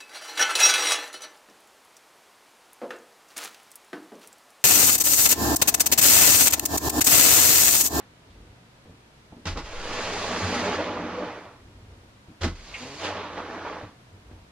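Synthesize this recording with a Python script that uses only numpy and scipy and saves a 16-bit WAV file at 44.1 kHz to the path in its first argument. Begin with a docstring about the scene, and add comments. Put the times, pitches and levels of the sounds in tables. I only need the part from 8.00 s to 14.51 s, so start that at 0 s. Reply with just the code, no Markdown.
"""Inside a lean-to greenhouse, under a plastic roof from which snow is being knocked off.
A tool shoves the panels twice: they boom as decaying low swings, and the crust crunches in bursts of grains.
After each shove a slab hisses down the slope and tumbles off the eave: grains ring the panel's modes.
Around them come soft bumps, knocks, scrapes, faint rustles, a squeak and a groan, from filtered noise or slips.
The loose sheets drum low in slow swells of noise, over a quiet, steady winter air."""
import sys
import numpy as np
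from scipy import signal
from scipy.fft import rfft, irfft
from scipy.io import wavfile
from scipy.ndimage import uniform_filter1d

SR = 44100
rng = np.random.default_rng(int(sys.argv[2]) if len(sys.argv) > 2 else 0)


def pcm_store(signal):
    """Save signal as 16-bit PCM."""
    levels = np.round(np.clip(np.atleast_2d(signal), -1, 1) * 32767)
    wavfile.write(sys.argv[1], SR, levels.astype(np.int16).T)


N = 287205
TIME, FREQS = np.arange(N) / SR, np.fft.rfftfreq(N, 1 / SR)

# flow of snow down the panels, one list for each of two slides: (time [s], reference level [dB])
FLOWS = [
    [(1.58, -64), (1.66, -44), (1.98, -33), (2.5, -32), (2.71, -28.5), (3.02, -36), (3.28, -37),
     (3.47, -48), (3.63, -64)],
    [(4.55, -57.5), (4.72, -50.5), (4.8, -47), (4.96, -50), (5.05, -31), (5.13, -35.5), (5.22, -36.5),
     (5.3, -41.5), (5.385, -36), (5.43, -40.5), (5.52, -38), (5.62, -39.5), (5.69, -37), (5.85, -45),
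     (5.96, -64)],
]
# how each slide breaks into lumps: (start [s], length [s],
# powder before it, relative to the flow [dB], big lumps relative to the flow [dB])
BREAKUPS = [(2.55, 0.4, -8.5, -13), (4.961, 0.25, -1, -14)]
# slow swells of the loose sheets and the frame: (middle [s], length [s], sheets level [dB], frame level [dB])
SWELLS = [(0.424, 0.26, -49, -52.5), (0.896, 0.069, -52, -62), (1.95, 0.29, -71, -64),
          (3.74, 0.31, -50.5, -54), (3.962, 0.23, -51, -54.5), (4.737, 0.088, -56, -55),
          (5.146, 0.059, -40.5, -67), (6.152, 0.077, -48, -66), (6.342, 0.19, -49.5, -50.5)]


def amp(db):
    """Amplitude factor of a level in dB."""
    return 10 ** (np.asarray(db) / 20)


def unit(x):
    """Scales to rms 1."""
    return x / np.sqrt(np.mean(x ** 2) + 1e-20)


def read(points, hz=FREQS):
    """A table over frequency, joined on a log axis."""
    f, value = np.transpose(points)
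    return np.interp(np.log(hz + 1), np.log(f + 1), value)


def level(tables, column):
    """Smoothed gain over time from tables of dB, silent outside them."""
    gain = 0
    for rows in tables:
        points = np.array(rows)
        gain = gain + amp(np.interp(TIME, points[:, 0], points[:, column], -150, -150))
    return uniform_filter1d(gain, size=500)


def colour(x, response):
    """Filters by a frequency response; rms 1."""
    return unit(irfft(rfft(x) * response, N))


def ring(x, response):
    """Lets a drive ring on through a response of unit mean power."""
    return irfft(rfft(x) * response / np.sqrt(np.mean(abs(response) ** 2)), N)


def grains(per_s, spread_db):
    """Two independent showers of tiny impacts of unequal size."""
    sizes = amp(spread_db * np.minimum(rng.exponential(1, (2, N)), 4))
    signs = rng.choice([-1, 1], (2, N))
    return sizes * signs * (rng.random((2, N)) < per_s / SR)


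def waver(hz, depth_db):
    """A gain that wanders at random, up to about hz times a second."""
    return amp(depth_db * colour(rng.standard_normal(N), 1 / (1 + (FREQS / hz) ** 4)))


def clumpy(x, depth_db, frames, bins):
    """Lets every pitch region swell and fade on its own, as clumps catch and let go; rms 1."""
    z = signal.stft(x, nperseg=512, noverlap=384)[2]
    patches = uniform_filter1d(rng.standard_normal(z.shape[1:]), frames, axis=1)
    patches = unit(uniform_filter1d(patches, bins, axis=0))
    return unit(signal.istft(z * amp(depth_db * patches), nperseg=512, noverlap=384)[1][:, :N])


def burst(s, rise, decay):
    """Rises to 1 from time s, then dies away."""
    age = TIME - s
    return np.clip(age / rise, 0, 1) * np.exp(-np.maximum(age - rise, 0) / decay)


def swell(middle, length):
    """A smooth rise to 1 and fall."""
    return np.exp(-(2 * (TIME - middle) / length) ** 2)


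def broken(s, length):
    """Share of a slide that has broken up, from 0 to 1."""
    return np.clip((TIME - s) / length, 0, 1)


def crumbling():
    """The part of the flow that has broken into pieces."""
    return sum(level([flow], column=1) * broken(s, length)
               for flow, (s, length, _, _) in zip(FLOWS, BREAKUPS))


def dull(hz):
    """Response of a soft contact that excites little above hz."""
    return 1 / (1 + (FREQS / hz) ** 6)


def resonance(hz, width):
    """Response of one mode, gain 1 at its centre."""
    return 1j * FREQS * width / (hz ** 2 - FREQS ** 2 + 1j * FREQS * width)


def modes(table):
    """Response of all the modes of one object."""
    return sum(amp(db) * resonance(hz, width) for hz, width, db in table)


def panel():
    """Response of the panels that the snow slides over."""
    # modes of the panels down the slope: (frequency [Hz], width [Hz], level [dB])
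    slope_modes = [(93.4, 5.7, 9), (184.6, 8.1, 1), (198, 32, -3), (244.8, 15.6, 5.5), (297, 23, 3.5),
                   (346, 8, -24), (415, 14.7, -1.5), (476, 36, -3.5), (593.6, 15.5, 1), (670, 27, -5),
                   (813, 140, -7), (1054, 51, -19.5), (1110, 45, -16)]
    return modes(slope_modes)


def air():
    """Quiet, steady winter background: noise of one fixed colour."""
    # spectrum of the air: (frequency [Hz], relative level [dB])
    air_spectrum = [(12, -36), (20, -1), (38, -19.5), (60, -0.5), (80, -8.5), (104, -4.5), (121, 3.5),
                    (142, -6.5), (190, -5), (587, -14.5), (733, -13), (818, -20), (914, -14), (1080, -18),
                    (1240, -18.5), (3860, -25), (10500, -37), (13400, -44.5), (15000, -48)]
    return amp(-55) * colour(rng.standard_normal((2, N)), amp(read(air_spectrum)))


def band_bursts():
    """Short bursts of grains in one pitch band: scrapes, faint rustles, puffs of powder hiss, slide surges."""
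    # bursts: (time [s], level [dB], length [s], pitch [Hz], width of the band filter applied twice [Hz])
    grain_bursts = [(-.01, -46.5, 0.048, 790, 1560), (0.295, -62, 0.06, 3400, 3000),
                    (1.552, -36.5, 0.07, 860, 900), (2.666, -38, 0.1, 593, 705),
                    (2.79, -34, 0.036, 560, 600), (2.827, -42, 0.061, 3000, 2600),
                    (5.007, -37, 0.066, 630, 600), (5.022, -35.5, 0.11, 2700, 2180),
                    (5.076, -39, 0.03, 880, 920), (5.14, -44.5, 0.21, 2650, 2560),
                    (5.366, -33, 0.059, 905, 990), (5.644, -30, 0.073, 800, 700),
                    (5.72, -36.5, 0.05, 950, 696), (6.307, -62, 0.04, 1500, 1800)]
    shower = grains(per_s=4000, spread_db=6.0)
    out = 0
    for s, db, length, hz, width in grain_bursts:
        band = colour(shower, resonance(hz, width) ** 2 * dull(5100))
        out = out + amp(db) * burst(s, length / 4, length / 2) * band
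    return out


def drumming(under_flow_db=-13.5):
    """The loose sheets flex around their lowest note, in swells and under the moving snow."""
    # spectrum of the flexing sheets: (frequency [Hz], relative level [dB])
    sheet_spectrum = [(20, -43), (50, -3), (70, -25), (82, -3.5), (92, 11), (104, -4), (130, -20.5),
                      (260, -22), (450, -20), (1000, -56), (4000, -80)]
    flex = colour(rng.standard_normal((2, N)), amp(read(sheet_spectrum)))
    flex /= np.sqrt(uniform_filter1d(flex ** 2, size=3500) + 0.062)  # a steadier swing, so the drive sets its size
    swells = sum(amp(db) * swell(s, length) for s, length, db, _ in SWELLS)
    under_flow = amp(under_flow_db) * level(FLOWS, column=1)
    return np.hypot(swells, under_flow) * flex


def rumble():
    """The frame shudders, deep and dull: low noise in slow swells."""
    # spectrum of the frame: (frequency [Hz], relative level [dB])
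    frame_spectrum = [(15, -18), (35, 0), (60, 14), (80, 1.5), (125, -30), (280, -8.5), (480, -37),
                      (1000, -36), (4000, -49)]
    swells = sum(amp(db) * swell(s, length) for s, length, _, db in SWELLS)
    return swells * colour(rng.standard_normal((2, N)), amp(read(frame_spectrum)))


def rustle(under_frame_db=-7):
    """The sheets crinkle faintly against the frame whenever it shudders: sparse grains ring the panel."""
    swells = sum(amp(frame_db) * swell(s, length) for s, length, _, frame_db in SWELLS)
    response = (resonance(300, 330) + 0.37 * panel()) * dull(1700)
    crinkles = colour(grains(per_s=350, spread_db=2.0), response)
    return amp(under_frame_db) * swells * crinkles


def bumps():
    """Soft bumps on the frame and lumps landing: dull blows that reach only the low modes of the roof."""
    # bumps: (time [s], level [dB], decay [s], highest pitch [Hz])
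    soft_blows = [(.848, -48, 0.06, 690), (0.895, -47, 0.018, 700), (1.322, -40.5, 0.019, 980),
                  (1.367, -44.5, 0.035, 450), (4.284, -40.5, 0.031, 362), (5.824, -37.5, 0.038, 332),
                  (6.313, -43, 0.013, 520)]
    shake, body = rng.standard_normal((2, N)), panel() + 0.25 * resonance(130, 760)
    return sum(amp(db) * burst(s, 0.00075, decay) * colour(shake, body * dull(hz))
               for s, db, decay, hz in soft_blows)


def booms():
    """Low swings build up while the load pushes, then die away, wandering as the snow shifts."""
    # panels boom and the roof sways under a shove or a dropping slab:
    # (time [s], pitch [Hz], level [dB], rise [s], decay [s], unsteadiness [dB])
    sways = [(1.45, 86, -27.5, 0.039, 0.038, 0.9), (1.470, 29, -32.5, 0.052, 0.15, 3.5),
             (1.68, 12, -33.5, 0.099, 0.32, 1.7), (2.404, 91, -24, 0.048, 0.035, 0.2),
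             (4.405, 84.6, -21.5, 0.048, 0.0345, .5), (4.41, 37, -31, 0.044, 0.11, 3.2),
             (5.813, 108, -39.5, 0.031, .025, 0.5)]
    shift, out = waver(hz=40, depth_db=1), 0
    for s, hz, db, rise, decay, unsteady_db in sways:
        wander = shift ** unsteady_db  # moves both pitch and size
        clock = np.cumsum(wander) / SR
        swing = np.sin(2 * np.pi * hz * (clock - np.interp(s, TIME, clock)))
        out = out + amp(db) * burst(s, rise, decay) * wander * swing
    return out


def crunches(ring_db=3):
    """Each blow cracks the frozen crust and sets the panel under it ringing."""
    # blows on the roof: (time [s], crunch level [dB], rise [s], decay [s],
    # panel rattle drive level [dB], highest rattle pitch [Hz])
    blows = [(1.453, -32.5, 0.0039, 0.039, -37.5, 220), (1.465, -35.5, 0.0077, 0.035, -48, 900),
             (1.548, -58, 0.014, 0.027, -36, 800), (1.569, -34.5, 0.006, 0.013, -44, 1800),
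             (1.584, -41.5, 0.0057, 0.026, -41, 3300), (4.407, -32.5, 0.013, 0.019, -49, 200),
             (4.43, -29.5, 0.0053, 0.0093, -43, 900), (4.439, -31.5, 0.0047, 0.013, -24.5, 2200),
             (4.445, -41, 0.011, 0.029, -28, 336), (4.474, -45, 0.004, 0.042, -42, 2000)]
    # modes of the panel under the tool: (frequency [Hz], width [Hz], level [dB])
    struck_modes = [(185, 23, -2.5), (260, 58, -2), (330, 57, -4), (452, 28, -8.5), (657, 26, -13),
                    (790, 21, -6), (1100, 49, -8), (1294, 30, -5), (1407, 30, -6), (2020, 40, -1)]
    # spectrum of the cracking crust: (frequency [Hz], relative level [dB])
    crust_spectrum = [(100, -4), (250, -12.5), (350, -2.5), (560, -3.5), (800, -6.5), (950, -6),
                      (2000, -10), (3000, -10.5), (5100, -15), (5700, -18), (6900, -23), (8200, -33),
                      (11000, -42), (15000, -55)]
    body = modes(struck_modes)
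    tone = amp(read(crust_spectrum)) * FREQS / (FREQS + 250)  # thinner in the bass
    crust = colour(grains(per_s=11000, spread_db=0.5), tone * (1 + amp(ring_db) * body))
    knocks = unit(grains(per_s=11000, spread_db=1.5))
    out = 0
    for s, db, rise, decay, rattle_db, hz in blows:
        blow = burst(s, rise, decay)
        out = out + amp(db) * blow * crust
        out = out + amp(rattle_db) * ring(blow * knocks, body * dull(hz))
    return out


def slides(ringing=2.05, slab_db=1.0, powder_db=3.5, dulling=0.29, dulling_hz=1800):
    """The grinding slab rings the panel's modes in small surges; loose powder hisses over it, then thins."""
    # spectra of the slab and of the powder: (frequency [Hz], relative level [dB])
    slab_spectrum = [(150, -50), (350, -2), (520, -0.5), (800, -3.5), (1100, -1), (1600, -3.5), (2400, -6),
                     (3300, -11), (4600, -16), (5600, -21.5), (6700, -25.5), (8000, -54), (15000, -108)]
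    powder_spectrum = [(600, -6), (1500, 1.5), (2600, 4.5), (3600, 0.5), (4700, 2), (5600, -5),
                       (6700, -3.5), (7600, -13.5), (9300, -18.5), (11000, -29.5), (15000, -35)]
    spent_db = -27.5  # powder left once broken up, relative to the flow
    slab_tone = amp(read(slab_spectrum)) * (1 + ringing * panel())
    slab = colour(grains(per_s=6000, spread_db=1.0), slab_tone) * waver(hz=45, depth_db=0.52)
    powder = colour(grains(per_s=12000, spread_db=3.0), amp(read(powder_spectrum)))
    powder = powder * waver(hz=25, depth_db=0.76)
    slab = clumpy(slab, depth_db=1.9, frames=10, bins=3)
    powder = clumpy(powder, depth_db=1.6, frames=8, bins=5)
    treble = irfft(rfft(slab) * (1 - dull(dulling_hz)), N)
    grinding = level(FLOWS, column=1) * slab - dulling * crumbling() * treble  # broken snow grinds more dully
    loose = 0
    for flow, (s, length, db, _) in zip(FLOWS, BREAKUPS):
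        thinning_db = db + (spent_db - db) * broken(s, length)
        loose = loose + level([flow], column=1) * amp(thinning_db)
    return amp(slab_db) * grinding + amp(powder_db) * loose * powder


def lumps(split_hz=275, mode_width_hz=48, small_db=-9.5):
    """Tumbling lumps drum on the panel: big ones reach low modes, small ones higher; each clump has a note."""
    # heavy clumps roll over the eave: (middle [s], length [s], big lumps level [dB],
    # small lumps level [dB], mode brought out [Hz], level of that mode [dB])
    clumps = [(2.4, 0.27, -37.5, -41.5, 486, -40), (2.603, 0.26, -38.5, -40, 239, -38.5),
              (2.698, 0.12, -55, -42, 426, -32.5), (2.8, 0.054, -48, -43, 586, -30.5),
              (2.825, 0.053, -52, -55, 307, -35.5), (2.983, 0.24, -39.5, -39, 298, -40),
              (3.187, 0.17, -42.5, -41.5, 494, -38.5), (3.23, 0.064, -52, -40, 601, -39.5),
              (5.482, 0.36, -51.5, -66, 310, -45)]
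    # colour of a lump's soft impact: (frequency [Hz], relative level [dB])
    impact_spectrum = [(50, -43), (120, -16), (170, -2), (300, -1), (480, -2), (700, -6.5), (1500, -9),
                       (4000, -34), (15000, -65)]
    response = panel() * amp(read(impact_spectrum))
    big = colour(grains(per_s=980, spread_db=3.0), response * dull(split_hz))
    small = colour(grains(per_s=700, spread_db=2.5), response * (1 - dull(split_hz)))
    taps = grains(per_s=400, spread_db=2.5)
    big_clumps, small_clumps, notes = 0, 0, 0
    for s, length, big_clump_db, small_clump_db, hz, note_db in clumps:
        pass_by = swell(s, length)
        big_clumps = big_clumps + amp(big_clump_db) * pass_by
        small_clumps = small_clumps + amp(small_clump_db) * pass_by
        notes = notes + amp(note_db) * pass_by * colour(taps, resonance(hz, mode_width_hz) ** 2)
    rolling = sum(level([flow], column=1) * amp(db) for flow, (_, _, _, db) in zip(FLOWS, BREAKUPS))
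    big_drive = np.hypot(big_clumps, rolling)
    small_drive = np.hypot(small_clumps, amp(small_db) * crumbling())
    return big_drive * big + small_drive * small + notes


def clods(decay=0.0013, ring_db=2, crumbs_db=-10):
    """Frozen clods knock on the panel one by one; smaller crumbs patter at random as a slide breaks up."""
    # knocks: (time [s], level of the blow before the panel rings [dB])
    clod_knocks = [(2.303, -33), (2.495, -36), (2.975, -24), (3.374, -36), (5.088, -22), (5.125, -30),
                   (5.256, -36), (5.389, -32), (5.598, -43), (5.699, -24), (5.812, -27.5)]
    response = resonance(930, 690) * dull(2400) * (1 + amp(ring_db) * panel())
    hits = sum(amp(db) * burst(s, 0.00052, decay) for s, db in clod_knocks)
    knocks = hits * rng.standard_normal((2, N))
    patter = unit(grains(per_s=130, spread_db=2.0))
    return ring(knocks + amp(crumbs_db) * crumbling() * patter, response)


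def squeak():
    """Packed snow squeaks once against the plastic as the second slab lets go: slips ring high modes."""
    # modes of the squeak: (frequency [Hz], width [Hz], level [dB])
    squeak_modes = [(1940, 40, -4), (2165, 57, 1.5), (2320, 50, -2), (2520, 56, -8), (2720, 80, -6)]
    slips = unit(grains(per_s=7000, spread_db=1.2))
    rub = slips * burst(4.737, rise=0.006, decay=0.019)  # seconds
    return amp(-34) * ring(rub, modes(squeak_modes) * dull(3420) * (1 - dull(1880)))


def chatter():
    """Quickening, uneven stick and slip: a short groan whose overtones sweep through the panel's modes."""
    # a slab gathers speed and chatters: (time [s], slip rate [1/s], level [dB])
    slip_rates = [(4.759, 110, -69), (4.816, 125, -44), (4.871, 134, -43.5), (4.921, 142, -42),
                  (4.98, 150, -56)]
    s, rate, db = np.transpose(slip_rates)
    turns = np.cumsum(np.interp(TIME, s, rate) * waver(hz=70, depth_db=.22)) / SR
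    overtones = sum(np.cos(2 * np.pi * k * turns + k * k) / np.sqrt(k) for k in range(1, 9))
    slips = overtones * waver(hz=60, depth_db=3)
    groan = colour(slips, panel() + 0.26 * resonance(360, 900))
    return amp(np.interp(TIME, s, db, -150, -150)) * groan


def shed(x, wet_db, t60):
    """Dense short reflections from the walls and floor scatter the treble."""
    t = TIME[:SR // 2]
    taps = rng.standard_normal((2, len(t))) * (rng.random((2, len(t))) < .05)
    taps = taps * (t > .002) * amp(-60 * t / t60)
    highpass = signal.butter(2, 600, "high", fs=SR, output="sos")
    taps = signal.sosfilt(highpass, unit(taps) / np.sqrt(len(t)))
    wet = signal.fftconvolve(x, taps, axes=1)[:, :N]
    return (x + amp(wet_db) * wet) / np.hypot(1, amp(wet_db))


def ports(pair, same, phase=0, balance_db=0):
    """Blends two independent signals into left and right, keeping the colour of their sum."""
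    a, b = rfft(pair)
    same = np.clip(same, -.9995, .9995)
    left, shared, own = amp(balance_db), same * np.exp(-1j * phase), np.sqrt(1 - same ** 2)
    middle = np.sqrt(abs(left + shared) ** 2 + own ** 2) / 2
    return irfft(np.array([left * a, shared * a + own * b]) / middle, N)


def scene():
    """Snow sounds come from the roof, a little to the right; the deepest sounds reach both ports alike."""
    # likeness of the two microphone ports, for the roof and for the air: (frequency [Hz], correlation [-1 to 1])
    roof_same = [(150, .999), (400, .98), (700, .98), (1500, .87), (2600, .78), (4400, .4), (6000, .4),
                 (9000, .55), (11000, .8), (15000, .5)]
    air_same = [(60, .999), (150, .97), (300, .85), (500, .55), (900, .1), (1500, -.15), (5000, -.15),
                (15000, 0)]
    # roof sound at the ports: (frequency [Hz], left leads by [rad])
    roof_phase = [(700, 0), (2200, -.3), (3200, -.6), (3900, -1.2), (4700, -1.2), (5400, -2.1),
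                  (7600, -2.8), (11000, -3.1)]
    # roof sound at the ports: (frequency [Hz], left minus right [dB])
    roof_balance = [(150, 0), (700, -.9), (1100, -2.2), (1500, -2.4), (3000, -1.7), (6000, -.6),
                    (14900, .2)]
    snow = shed(crunches() + slides() + band_bursts() + clods() + squeak(), wet_db=-9, t60=.18)
    roof = snow + lumps() + bumps() + rustle()
    roof = ports(roof, read(roof_same), read(roof_phase), read(roof_balance))
    deep = ports(drumming() + rumble(), read(roof_same)) + booms() + chatter()
    return roof + deep + ports(air(), read(air_same))


def record(dry):
    """The recorder's band limit: a steep low-pass at 15050 Hz."""
    lowpass = signal.firwin(511, 15050, window=("kaiser", 9), fs=SR)
    return signal.oaconvolve(dry, lowpass[None], "same")


dry = scene()
out = record(dry)
pcm_store(out)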